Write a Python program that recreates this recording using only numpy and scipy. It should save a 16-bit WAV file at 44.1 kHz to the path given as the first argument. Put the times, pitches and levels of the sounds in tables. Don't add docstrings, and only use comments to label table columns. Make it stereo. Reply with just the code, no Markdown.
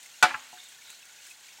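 import sys
import numpy as np
from scipy import signal
from scipy.fft import rfft, irfft
from scipy.io import wavfile
from scipy.ndimage import uniform_filter1d

SR = 44100
rng = np.random.default_rng(int(sys.argv[2]) if len(sys.argv) > 2 else 0)


def wrap_up_sound(samples):
    columns = np.atleast_2d(samples).T
    tamed = np.clip(columns, -1, 1)
    steps = np.round(tamed * 32767).astype(np.int16)
    wavfile.write(sys.argv[1], SR, steps)


def gain_from_db(level_db):
    decades = np.asarray(level_db, float) / 20
    return 10 ** decades


N = 70560


def evened(x):
    return x / np.sqrt(np.mean(x ** 2) + 1e-20)


def read(points, hz):
    f, value = np.transpose(points)
    return np.interp(np.log(hz + 1), np.log(f + 1), value)


def add(mix, start_s, sound):
    part = mix[..., round(start_s * SR):][..., :sound.shape[-1]]
    part += sound[..., :part.shape[-1]]


def colour(x, points):
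    gain = gain_from_db(read(points, np.fft.rfftfreq(x.shape[-1], 1 / SR)))
    return irfft(rfft(x) * gain, x.shape[-1])


def patchy(shape, bands, frames):
    across = uniform_filter1d(rng.standard_normal(shape), size=bands, axis=0)
    return evened(uniform_filter1d(across, size=frames, axis=1))


# frequency_hz, level_db
PORT_BALANCE = [(200, -0.5), (800, -3), (1400, -9), (2800, -8.5), (4400, -11.5), (6200, 7.5), (8800, 9),
                (13000, -11)]
# frequency_hz, correlation
WATER_LIKENESS = [(60, -0.41), (700, -0.5), (1400, -0.17), (1800, -0.44), (2600, -0.022)]


def ports(pair, likeness=WATER_LIKENESS):
    hz = np.fft.rfftfreq(pair.shape[1], 1 / SR)
    first, second = rfft(pair)
    same = np.clip(read(likeness, hz), -1, 1)
    tilt = gain_from_db(read(PORT_BALANCE, hz))
    left = tilt * (same * first + np.sqrt(1 - same ** 2) * second)
    both = np.array([left, first]) * np.sqrt(2 / (1 + tilt ** 2))
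    return irfft(both, pair.shape[1])


def struck(modes, level_db, contact_s):
    hardest = .33
    low_lag_rad, flip_hz, port_s = 2.79, 1420, .0008
    t = np.arange(SR // 2) / SR
    u = np.linspace(0, 1, max(round(contact_s * SR), 8))
    swell = np.sin(np.pi * u ** .6)
    out = np.zeros((2, len(t)))
    for hz, mode_db, t60_s, left_db in modes:
        chatter = evened(uniform_filter1d(rng.standard_normal(2000), size=90))[:len(u)]
        force = swell * np.exp(.5 * chatter + 2j * np.pi * hz * (u - hardest) * contact_s)
        ring = gain_from_db(mode_db - 60 * t / t60_s) * np.exp(2j * np.pi * hz * t)
        ring = signal.fftconvolve(ring, force)[:len(t)] / abs(force).sum()
        lag = low_lag_rad if hz < flip_hz else 2 * np.pi * (hz - flip_hz) * port_s
        left = gain_from_db(left_db) * (ring * np.exp(1j * lag)).imag
        out += np.array([left, ring.imag])
    return gain_from_db(level_db + 3.5) * out


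def played(modes, blows):
    out = np.zeros((2, N))
    for start_s, level_db, contact_s in blows:
        add(out, start_s, struck(modes, level_db, contact_s))
    return out


# frequency_hz, level_db, t60_s, left_minus_right_db
TUBE_MODES = [(259, -41.5, 0.52, -7.5), (341, -28.5, 0.22, -5), (554, -26, 0.23, -5),
              (735.4, -3.5, 0.11, -5.5), (858.6, -3.5, 0.064, -21.5), (1027.6, -15, 0.069, -19),
              (1192, -15.5, 0.059, -1), (1266.3, -8.5, 0.08, -6), (1341, -13.5, 0.11, -26),
              (1474, -1.5, 0.045, -13), (1636, -29, 0.24, -18), (1991, -20, .1, -2),
              (2321, -17.5, 0.13, -25), (2600, -19.5, 0.072, -4)]
# start_s, level_db, contact_s
STONE_BLOWS = [
    (.2254, 0, .02),
]
# frequency_hz, level_db, t60_s, left_minus_right_db
END_MODES = [(116, -34.5, 0.097, -2.5), (330, -30, 0.016, -3), (800, -12, 0.012, 2),
             (1106, -18.5, .04, 3.5), (1475, -8.5, 0.018, -8), (2444, -18, 0.05, -12),
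             (3032, -23.5, 0.052, 0.5), (4130, -19.5, 0.071, -12.5)]
# start_s, level_db, contact_s
FIRST_TOUCH = [
    (.2254, 0, .0015),
]


def knock():
    return played(TUBE_MODES, STONE_BLOWS) + played(END_MODES, FIRST_TOUCH)


# frequency_hz, level_db
CRACK_COLOUR = [(60, -50), (250, -28), (900, 0.5), (2000, -1), (4200, -8.5), (7000, -7), (10000, -14.5),
                (16000, -24.5)]
# frequency_hz, t60_s
CRACK_DECAY = [(100, 0.12), (1000, 0.11), (2500, 0.14), (4200, 0.12), (6000, 0.072), (14000, 0.043)]
# frequency_hz, correlation
CRACK_LIKENESS = [(300, 0.28), (1300, 0.42), (1750, -0.23), (2400, -0.26)]


def crack():
    crack_db, garden_db, garden_slower = -11, -19, 5.05
    noise = ports(rng.standard_normal((2, SR // 2)), CRACK_LIKENESS)
    hz, frame_s, z = signal.stft(noise, SR, nperseg=256, noverlap=192)
    fall_db = -60 * frame_s / read(CRACK_DECAY, hz)[:, None]
    decay = gain_from_db(fall_db) + gain_from_db(garden_db + fall_db / garden_slower)
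    z = z * gain_from_db(read(CRACK_COLOUR, hz))[:, None] * decay
    z = z * gain_from_db(0.82 * patchy(z.shape[1:], 12, 3))
    x = signal.istft(z, SR, nperseg=256, noverlap=192)[1]
    t = np.arange(x.shape[1]) / SR
    level = gain_from_db(crack_db) / np.sqrt(np.mean(x[:, :400] ** 2))
    return level * x * np.minimum(t / 0.0013, 1) + tap(t)


def tap(t):
    level_db, hz, peak_s = -7, 950, .0008
    swell = (t / peak_s) ** 2 * np.exp(2 - 2 * t / peak_s)
    return gain_from_db(level_db) * np.sin(2 * np.pi * hz * t) * swell * np.array([[.8], [-1]])


# frequency_hz, level_db, t60_s, left_minus_right_db
SOFT_MODES = [(150, -15, .04, -4), (250, -12, .07, -5), (355, -19, .2, -6), (520, -18, .03, -6),
              (730, -2.5, .2, -7), (845, -3.5, .09, -9), (980, -7, .03, -9), (1370, -15, .05, -10)]
# start_s, level_db, contact_s
SOFT_BOUNCE = [
    (.5284, -35.5, .006),
]


def bounce():
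    return played(SOFT_MODES, SOFT_BOUNCE)


# frequency_hz, level_db, t60_s, left_minus_right_db
HOLLOW_MODES = [(855, 0, .17, -11)]
# start_s, level_db, contact_s
HOLLOW_WAKE = (.309, -32, .01)


def hollow():
    return played(HOLLOW_MODES, [HOLLOW_WAKE])


# frequency_hz, level_db, t60_s, left_minus_right_db
PIVOT_MODES = [(94, -22, 0.11, -1), (136, -17, .06, -3.5), (857, -14, 0.12, -10), (1059, 0, 0.031, -10),
               (1173, -11, 0.075, -6.5), (1350, 5, 0.021, -17), (1600, -2.5, 0.025, -3),
               (1728, -8.5, 0.022, -18), (1978, -8.5, 0.048, -10), (2400, -3, 0.017, -10),
               (2530, -13.5, .04, -10.5), (2800, -10.5, 0.02, -14)]
# start_s, level_db, contact_s
PIVOT_CLACKS = [
    (.3037, -32, .002),
    (.3075, -26, .003),
    (.3113, -28, .002),
    (.3412, -24, .004),
    (.3454, -24, .002),
    (.3520, -31, .003),
    (.3570, -33, .0059),
    (.396, -46, .0017),
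]


def pivot():
    return played(PIVOT_MODES, PIVOT_CLACKS)


# start_s, level_db, pitch_hz, t60_s
BUBBLE_EVENTS = [(0.059, -38.5, 2090, 0.024), (.573, -44, 1620, 0.033), (.641, -35.5, 7400, 0.0069),
                 (.69, -47, 3200, 0.016), (.72, -47, 1600, 0.049), (.786, -51.5, 1750, 0.072),
                 (.822, -41.5, 2220, 0.013), (0.901, -43.5, 2600, .025), (0.902, -53, 1680, 0.02),
                 (.904, -57, 860, 0.02), (0.928, -45, 1440, 0.015), (1.028, -46, 2600, 0.027),
                 (1.095, -50, 1452, 0.074), (1.145, -48.5, 1600, 0.027), (1.187, -43.5, 2490, 0.027),
                 (1.253, -46, 3030, 0.04), (1.271, -50, 1620, 0.025), (1.31, -52, 2470, 0.03),
                 (1.485, -44, 2300, 0.015), (0.579, -41, 1560, 0.018), (1.586, -54, 850, 0.07)]


def bubbles():
    rise = 0.049
    out, t = np.zeros((2, N)), np.arange(SR // 10) / SR
    for start_s, level_db, hz, t60_s in BUBBLE_EVENTS:
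        turns = hz * t * (1 + rise * t / t60_s) + rng.random((2, 1))
        decay = gain_from_db(level_db + 6 - 60 * t / t60_s) * np.minimum(t / 0.0011, 1)
        add(out, start_s, decay * np.sin(2 * np.pi * turns))
    return ports(out)


# start_s, length_s, level_db, from_hz, to_hz, width_hz
JET_SONGS = [
    (.585, .024, -44, 3620, 3620, 30),
    (.612, .072, -53, 3600, 3640, 60),
    (.84, .15, -52, 3750, 4150, 200),
    (1.304, .03, -51, 2550, 2570, 60),
]


def singing_jet():
    out = np.zeros((2, N))
    for start_s, length_s, level_db, from_hz, to_hz, width_hz in JET_SONGS:
        u = np.linspace(0, 1, round(length_s * SR))
        pole = np.exp(-np.pi * width_hz / SR)
        noise = rng.standard_normal((2, 9000)) + 1j * rng.standard_normal((2, 9000))
        fuzz = signal.lfilter([1], [1, -pole], noise)[:, -len(u):]
        turn = np.exp(2j * np.pi * np.cumsum(from_hz + (to_hz - from_hz) * u) / SR)
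        swell = np.sqrt(np.sin(np.pi * u).clip(0))
        add(out, start_s, gain_from_db(level_db) * evened((fuzz * turn).real) * swell)
    return ports(out)


# start_s, level_db, t60_s
SPLASH_EVENTS = [(0.029, -37.5, 0.13), (.06, -32.5, 0.025), (0.151, -43, 0.021), (0.637, -37, 0.045),
                 (.686, -37, 0.087), (0.902, -29, 0.041), (0.927, -37, 0.039), (1.054, -35, 0.02),
                 (1.242, -39, 0.094), (1.265, -36.5, 0.13), (1.299, -38, 0.21), (1.469, -64, 0.033)]


def splashes():
    out, t = np.zeros((2, N)), np.arange(SR // 10) / SR
    for start_s, level_db, t60_s in SPLASH_EVENTS:
        decay = gain_from_db(level_db - 60 * t / t60_s) * np.minimum(t / 0.00062, 1)
        add(out, start_s, decay * rng.standard_normal((2, len(t))))
    tone = [(700, -20), (2000, -5.5), (5000, -11.0), (8000, 1.0), (9500, -7.5), (14000, -14.5)]
    return ports(colour(out, tone))


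def wash():
    z = signal.stft(rng.standard_normal((2, N)), SR, nperseg=512, noverlap=384)[2]
    patches = patchy(z.shape[1:], 6, 8)
    flicker = evened(uniform_filter1d(rng.standard_normal(z.shape[2]), size=4))
    z = z * gain_from_db(0.44 * patches + 0.81 * flicker)
    return evened(signal.istft(z, SR, nperseg=512, noverlap=384)[1][:, :N])


def fizz():
    per_s, grain_s = 1600, 0.013
    size = gain_from_db(1.17 * np.minimum(rng.exponential(1, N), 4)) * (rng.random(N) < per_s / SR)
    kind, out = rng.integers(0, 60, N), np.zeros((2, N))
    u = np.linspace(0, 1, round(SR * grain_s))
    swell = np.sin(np.pi * u ** .5) ** 2
    pitches = np.linspace(1300, 15800, num=60) + rng.uniform(-100, 150, size=60)
    for k, hz in enumerate(pitches):
        for side in (0, 1):
            turns = hz * grain_s * u * (1 + 0.021 * u) + rng.random()
            grain = np.sin(2 * np.pi * turns) * swell
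            out[side] += signal.oaconvolve(size * (kind == k), grain)[:N]
    return evened(out)


# frequency_hz, level_db_per_hz
WATER_COLOUR = [(1230, -10.5), (1480, -2.5), (4200, -2.5), (5300, -7.5), (6700, -1.5), (9000, -8.5),
                (10000, -14), (16000, -16.5)]
# time_s, level_db
WATER_FLOW = [(0, -1), (.1, -2), (.2, -1.5), (.45, -1.5), (0.651, -1.5), (.74, -1.5), (.77, -3.5),
              (.88, -1), (1.0, -2.5), (1.2, -3), (1.26, -1), (1.33, -3), (1.37, -4.5), (1.47, -1),
              (1.6, -3.5)]


def trickle():
    water_db, fizz_db = -48.5, -5.5
    s, db = np.transpose(WATER_FLOW)
    flow = gain_from_db(np.interp(np.arange(N) / SR, s, db - db.mean()))
    shape = [(200, -52.5), (800, WATER_COLOUR[0][1] - 6)] + list(WATER_COLOUR)
    water = evened(colour(wash() + gain_from_db(fizz_db) * fizz(), shape))
    return ports(gain_from_db(water_db) * water * flow)


# frequency_hz, level_db_per_hz
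HUM_COLOUR = [(15, -58), (25, -19), (32, -33), (64, -12.5), (433, -11.5), (868, -5), (1200, -12),
              (1560, -70.5), (2640, -120)]


def hum():
    shape = list(HUM_COLOUR) + [(2000, -79)]
    return ports(gain_from_db(-63) * evened(colour(rng.standard_normal((2, N)), shape)))


def scene():
    mix = trickle() + hum() + splashes()
    mix += bubbles() + singing_jet()
    mix += knock() + pivot()
    add(mix, STONE_BLOWS[0][0], crack())
    return mix + bounce() + hollow()


def top_cut(x):
    return signal.sosfilt(signal.butter(12, 16000, fs=SR, output="sos"), x)


def record(dry):
    ceiling, skew, knee = .88, .008, 4
    limit = ceiling - skew * np.sign(dry)
    x = dry / (1 + abs(dry / limit) ** knee) ** (1 / knee)
    low_cut = signal.butter(1, 55, "high", fs=SR, output="sos")
    x = signal.sosfilt(low_cut, x)
    band_edge = signal.firwin(1023, 15950, window=("kaiser", 9), fs=SR)
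    x = signal.oaconvolve(x, band_edge[None], "same")
    return top_cut(x)


dry = scene()
out = record(dry)
wrap_up_sound(out)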